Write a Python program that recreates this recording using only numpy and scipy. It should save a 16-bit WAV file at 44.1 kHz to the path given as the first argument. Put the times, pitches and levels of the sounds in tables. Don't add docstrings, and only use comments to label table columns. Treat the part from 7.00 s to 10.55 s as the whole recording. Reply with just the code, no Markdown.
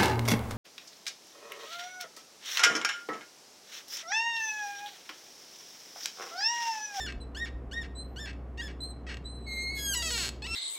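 import sys
import numpy as np
from scipy import signal
from scipy.fft import rfft, irfft, next_fast_len
from scipy.io import wavfile
from scipy.ndimage import uniform_filter1d

SR = 44100
rng = np.random.default_rng(int(sys.argv[2]) if len(sys.argv) > 2 else 0)


def dump(signal):
    limited = np.clip(np.atleast_2d(signal).T, -1, 1)
    pcm = np.round(limited * 32767).astype(np.int16)
    wavfile.write(sys.argv[1], SR, pcm)


N = 156555

# t/s, slip rate/Hz, level/dB
SQUEAKS = [
    [(0, 1810, -40), (.015, 1785, -36), (.04, 1765, -39), (.064, 1705, -39)],
    [(.347, 1400, -49), (.36, 1510, -44), (.377, 1747, -39), (.397, 1777, -43), (.41, 1865, -34.5),
     (.425, 1880, -32), (.445, 1830, -39), (.457, 1660, -46)],
    [(.712, 1450, -52), (.722, 1475, -44), (.738, 1795, -42), (.754, 1853, -37.5), (.776, 1878, -32.5),
     (.802, 1855, -40), (.818, 1810, -42), (.83, 1690, -47)],
    [(1.16, 1430, -52), (1.17, 1460, -45), (1.185, 1580, -44), (1.198, 1767, -43), (1.222, 1798, -43),
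     (1.252, 1720, -41), (1.26, 1680, -44)],
    [(1.574, 860, -50), (1.588, 935, -42), (1.602, 947, -37), (1.61, 940, -40)],
    [(1.61, 1600, -43), (1.62, 1640, -43), (1.629, 1775, -41), (1.65, 1755, -42), (1.67, 1720, -44),
     (1.68, 1660, -48)],
]
# t/s, length/s, first slip rate/Hz, last slip rate/Hz, level/dB, jitter/periods
RASPS = [(0.064, 0.022, 1520, 1370, -39.5, 0.012), (0.081, 0.0326, 800, 205.4, -41, 0.082),
         (0.457, .035, 1500, 280, -44.5, 0.085), (0.832, 0.0333, 1080, 320, -47.5, 0.065),
         (1.258, 0.057, 1010, 300, -43.5, 0.098), (1.677, 0.042, 900, 300, -48.5, 0.045),
         (2.066, 0.0315, 675, 590, -45.5, .003), (2.088, .054, 520, 290, -41.5, 0.0033)]
# t/s, level/dB
TICKS = [(0.123, -16), (0.487, -33), (1.331, -26.5), (1.728, -34.5), (2.143, -13.5), (2.17, -16)]
# f/Hz, level/dB
AJAR_EQ = [(500, -33), (1200, 1.5), (1800, -7), (2600, 2.5), (3600, -1.5), (5400, -8), (7300, -13),
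           (9000, -26.5), (12000, -29.5), (15000, -38)]
# f/Hz, level/dB
RASP_EQ = [(500, -19), (1000, -10), (1700, 3.5), (2700, -0.5), (4000, -7.5), (5600, -8), (7000, -21.5),
           (9000, -27), (12000, -48), (15000, -42)]
GAP_HZ, GAP_WIDTH_HZ, GAP_DB = 1866, 36, 15.5


def pushes():
    ajar, rasping = slip_sound(AJAR_EQ), slip_sound(RASP_EQ)
    gap = signal.iirpeak(GAP_HZ, GAP_HZ / GAP_WIDTH_HZ, SR)
    ajar = ajar + undb(GAP_DB) * signal.lfilter(*gap, ajar)
    squeaks = sum(stick_slip(curve, ajar, jitter=0.0073) for curve in SQUEAKS)
    rasps = 0
    for start, length, first, last, db, jitter in RASPS:
        middle = (start + length / 2, np.sqrt(first * last), db + 1.5)
        curve = [(start, first, db), middle, (start + length, last, db - 5.5)]
        rasps += stick_slip(curve, rasping, jitter)
    tick_times, tick_db = np.array(TICKS).T
    ticks = clicks(tick_times, undb(tick_db))
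    return ring(undb(-1) * squeaks + ticks, ajar) + undb(-3) * ring(rasps, rasping)


# t/s, slip rate/Hz, level/dB
GLIDE = [(2.745, 1720, -72), (2.772, 1700, -46), (2.795, 1668, -38), (2.85, 1650, -36), (2.88, 1620, -33),
         (2.905, 1610, -30), (2.925, 1575, -33), (2.937, 1440, -31), (2.948, 1320, -35)]
# f/Hz, level/dB
BRIGHT_EQ = [(500, -18), (1630, -6.5), (3250, 2.5), (4900, -2), (6500, 0.5), (8200, -7), (9800, -10),
             (11500, -4.5), (13000, -9), (15000, -22)]
# t/s, slip rate/Hz, level/dB
STEPS = [
    [(2.948, 1000, -32), (2.97, 972, -31), (3.0, 950, -34), (3.023, 925, -35)],
    [(3.023, 668, -33), (3.06, 655, -32), (3.088, 637, -32), (3.105, 612, -37)],
    [(3.105, 495, -33), (3.13, 481, -33), (3.16, 459, -33), (3.178, 450, -34)],
]
# t/s, slip rate/Hz, level/dB
CREAK = [(3.178, 387, -32), (3.21, 354, -32.5), (3.235, 326, -33.5), (3.26, 220, -34), (3.276, 155, -37.5),
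         (3.291, 100, -35.5)]
# f/Hz, level/dB
OPEN_EQ = [(240, -32), (400, -3.5), (502, -5.5), (602, -7), (1290, -6), (1370, -1), (1970, -4),
           (2740, -0.5), (3010, -0.5), (4600, 2), (6040, -5), (7580, -0.5), (8560, -18), (9520, -11.5),
           (15000, -23.5)]


def wide_swing():
    bright, wide = slip_sound(BRIGHT_EQ), slip_sound(OPEN_EQ)
    glide = stick_slip(GLIDE, bright, jitter=0.0014, settle_s=0.036)
    steps = sum(stick_slip(curve, wide, jitter=0.0014) for curve in STEPS)
    creak = stick_slip(CREAK, wide, jitter=0.0044)
    return undb(-2) * (ring(glide, bright) + ring(steps + creak, wide))


# t/s, slip rate/Hz, level/dB
CATCH = [(3.421, 845, -43), (3.44, 875, -42), (3.45, 950, -42), (3.464, 1000, -40), (3.47, 1300, -40)]
# t/s, slip rate/Hz, level/dB
LAST_SQUEAL = [(3.47, 1330, -41), (3.5, 1344, -37), (3.55, 1352, -33)]
# f/Hz, level/dB
CATCH_EQ = [(500, 9), (1350, -5.5), (2700, 6.5), (4050, 4.5), (5400, -1.5), (6750, -11.5), (8100, -7.5),
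            (9500, -26), (12000, -27.5), (15000, -28.5)]


def hinge_catch():
    slip = slip_sound(CATCH_EQ)
    catch = stick_slip(CATCH, slip, jitter=0.005)
    squeal = stick_slip(LAST_SQUEAL, slip, jitter=0.0036, limp=0.0228)
    return ring(catch + squeal, slip)


def stick_slip(curve, slip, jitter, limp=0, settle_s=0.0028):
    s, hz, db = np.array(curve, float).T
    t = np.arange(s[0], s[-1], 1 / SR)
    waver = 1 + 0.0037 * drift(180.5)[:len(t)]
    cycles = np.cumsum(np.interp(t, s, hz) * waver) / SR
    k = np.arange(int(cycles[-1]) + 1)
    times = np.interp(k, cycles, t)
    time_scatter, level_scatter = rng.standard_normal((N // 100, 2))[:len(k)].T
    rough = jitter + 0.051 * np.exp(-(times - s[0]) / settle_s)
    late = rough * time_scatter + limp * (k % 3 == 0) * k / len(k)
    rate = np.interp(times, s, hz)
    power = np.abs(rfft(slip)) ** 2
    harmonics = rate[:, None] * np.arange(1, 160)
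    train_power = np.interp(harmonics, np.linspace(0, SR / 2, len(power)), power, right=0).sum(1)
    gain = undb(np.interp(times, s, db) + 11.8 * rough * level_scatter)
    return clicks(times + late / rate, gain * SR / rate / np.sqrt(2 * train_power))


# f/Hz, level/dB over the direct slip, t60/s
LEAF_MODES = [(1602, 8, 0.087), (1834, -0.5, 0.08), (2050, -4.5, 0.017), (2600, 7.5, 0.1),
              (2770, -18, 0.071), (3396, -23, .06), (3807, -6.5, .03), (4720, -1.5, 0.052),
              (5150, -27, 0.034), (5600, -6, 0.056), (7200, -8.5, 0.072), (7808, 7, 0.028),
              (9200, -8, 0.044)]
DISPERSION_S = 0.0012


def slip_sound(eq):
    size = SR // 10
    lag = DISPERSION_S * (1 - np.sqrt(np.linspace(0, 1, size // 2 + 1)))
    smear = np.exp(-2j * np.pi * np.cumsum(lag) * SR / size)
    direct = irfft(rfft(equalise(signal.unit_impulse(size), eq)) * smear, size)
    out = direct.copy()
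    for hz, db, t60 in LEAF_MODES:
        mode = signal.iirpeak(hz, hz * t60 * np.pi / np.log(1000), SR)
        out += undb(db) * signal.lfilter(*mode, direct + 1e-18)
    return out


# t/s, f/Hz, level/dB
WHISTLES = [
    [(0.203, 4030, -62), (0.217, 4070, -50.5), (0.245, 3960, -62)],
    [(0.952, 3962, -53), (0.96, 3997, -48), (0.99, 4055, -44), (1.03, 4095, -50.5), (1.055, 4010, -67)],
    [(1.805, 4012, -44), (1.815, 4020, -45), (1.839, 4090, -39), (1.889, 4190, -51.5), (1.907, 4080, -44.5),
     (1.935, 3950, -69)],
    [(2.24, 3790, -72), (2.258, 3980, -44.5), (2.3, 4065, -53.5), (2.42, 4033, -60), (2.52, 4002, -47.5),
     (2.62, 4014, -46), (2.7, 4055, -55.5), (2.77, 4030, -46), (2.815, 4084, -50.5), (2.828, 4180, -57),
     (2.9, 4235, -53)],
]
WHISTLE_HARMONICS = [0.5, -7.5, -32]
# t/s, f/Hz, level/dB
HIGH_WHISTLE = [(1.03, 13100, -84), (1.09, 13700, -82), (1.16, 14400, -81), (1.22, 14000, -80),
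                (1.28, 13200, -86)]


def returns():
    phase, gain = follow(HIGH_WHISTLE, wobble=0.004)
    whistles = gain * np.sin(phase)
    for curve in WHISTLES:
        phase, gain = follow(curve, wobble=0.00056)
        whistles += gain * fluttering_tone(phase, WHISTLE_HARMONICS)
    return np.sqrt(2) * (whistles + undb(-1.5) * knuckle_squeal(phase))


# t/s, f/Hz, level/dB
SQUEAL = [(2.465, 2200, -54), (2.48, 2165, -43), (2.5, 2135, -41), (2.58, 2120, -37), (2.65, 2143, -36),
          (2.69, 2135, -37), (2.72, 2205, -42), (2.775, 2165, -37), (2.8, 2140, -46)]
SQUEAL_HARMONICS = [0.5, -4, -16, -25.5, -25.5, -28, -44]


def knuckle_squeal(whistle_phase, coupling_rad=0.06):
    phase, gain = follow(SQUEAL, wobble=0.002)
    pull = coupling_rad * np.sin(whistle_phase - 2 * phase)
    return gain * fluttering_tone(phase + pull, SQUEAL_HARMONICS)


def follow(curve, wobble):
    s, hz, db = np.array(curve, float).T
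    t = np.arange(N) / SR
    gate = uniform_filter1d(1. * ((t >= s[0]) & (t <= s[-1])), size=180)
    pitch = np.interp(t, s, hz) * (1 + wobble * drift(300))
    return 2 * np.pi * np.cumsum(pitch) / SR, gate * undb(np.interp(t, s, db))


def fluttering_tone(phase, levels, flutter_db=2, flutter_hz=39.693):
    return sum(undb(db + flutter_db * np.sqrt(k) * drift(flutter_hz)) * np.sin(k * phase)
               for k, db in enumerate(levels, 1))


def bright_tail(slips):
    treble = signal.sosfilt(signal.butter(4, 2300, "high", fs=SR, output="sos"), slips)
    return reflections(treble, t60=0.033, treble_t60=0.033, delay_s=0.00044)


def reflections(x, t60, treble_t60, delay_s):
    t = np.arange(SR) / SR
    noise = rng.standard_normal(SR)
    low = signal.sosfiltfilt(signal.butter(2, 6000, fs=SR, output="sos"), noise)
    tail = (low * undb(-60 * t / t60) + (noise - low) * undb(-60 * t / treble_t60)) * (t > delay_s)
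    return ring(x, tail / np.sqrt(np.sum(tail ** 2)))


# t/s, f/Hz, level/dB
BUMPS = [(0.151, 46.8, -33.5), (.53, 52.7, -35), (0.662, 47, -39)]


def bumps(rise_s=0.02):
    out = 0
    for start, hz, db in BUMPS:
        age = np.maximum(np.arange(N) / SR - start, 0)
        envelope = (age / rise_s * np.exp(1 - age / rise_s)) ** 2
        out += undb(db) * envelope * np.sin(2 * np.pi * hz * age)
    return out


# f/Hz, level/dB
AIR_EQ = [(15, -7.5), (25, -9), (75, -7), (196, -10.5), (404, -14.5), (462, -14.5), (621, -21),
          (709, -17.5), (856, -25), (1120, -25), (1670, -34.5), (1860, -33), (2070, -37), (4150, -52.5),
          (15000, -66)]
AIR_DB = -49.1
# f/Hz, level/dB
HUM = [(62.5, -42.5), (120, -58.5), (160, -70), (235, -60.5), (282, -59.5), (376, -63)]


def room_tone():
    t = np.arange(N) / SR
    air = equalise(rng.standard_normal(N), AIR_EQ)
    air = signal.sosfilt(signal.butter(4, 36, "high", fs=SR, output="sos"), air)
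    body = signal.sosfilt(signal.butter(4, [90, 1200], "band", fs=SR, output="sos"), air)
    hum = 0
    for hz, db in HUM:
        gain = undb(db + 0.5 * drift(7.74))
        hum += gain * np.sin(2 * np.pi * (hz * t + rng.random()) + 0.32 * drift(3.9))
    return undb(AIR_DB) * air / np.std(body) + np.sqrt(2) * hum


def undb(db):
    return 10 ** (np.asarray(db) / 20)


def drift(rate_hz):
    hold = max(2, int(SR / rate_hz))
    steps = np.repeat(rng.standard_normal(N // hold + 1), hold)
    return 1.3 * uniform_filter1d(uniform_filter1d(steps, hold), hold)[:N]


def equalise(x, eq):
    hz, db = np.array(eq, float).T
    size = next_fast_len(len(x) + SR // 10, True) * 2
    f = np.maximum(np.arange(size // 2 + 1) * SR / size, 1)
    shape_db = np.interp(np.log(f), np.log(hz), db) + 20 * np.log10(np.minimum(f / hz[0], 1))
    cepstrum = irfft(np.log(undb(shape_db)))
    cepstrum[1:size // 2] *= 2
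    cepstrum[size // 2 + 1:] = 0
    return irfft(rfft(x, size) * np.exp(rfft(cepstrum)))[:len(x)]


def clicks(times, sizes):
    at = np.asarray(times)[:, None] * SR
    index = np.floor(at).astype(int) + np.arange(-7, 9)
    shape = np.sinc(index - at) * np.cos(np.pi * (index - at) / 16) ** 2
    inside = (index >= 0) & (index < N)
    return np.bincount(index[inside], (shape * np.asarray(sizes)[:, None])[inside], N)


def ring(x, response):
    return signal.oaconvolve(x, response)[:N]


def scene():
    slips = pushes() + wide_swing() + hinge_catch()
    hinge = slips + undb(-1) * bright_tail(slips) + returns()
    reverb = reflections(hinge, t60=0.37, treble_t60=0.2, delay_s=0.0053)
    mix = hinge + undb(-14) * reverb + room_tone() + bumps()
    return np.array([mix, mix])


def record(dry):
    return signal.sosfilt(signal.ellip(10, .2, 80, 15600, fs=SR, output="sos"), dry)


dry = scene()
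out = record(dry)
dump(out)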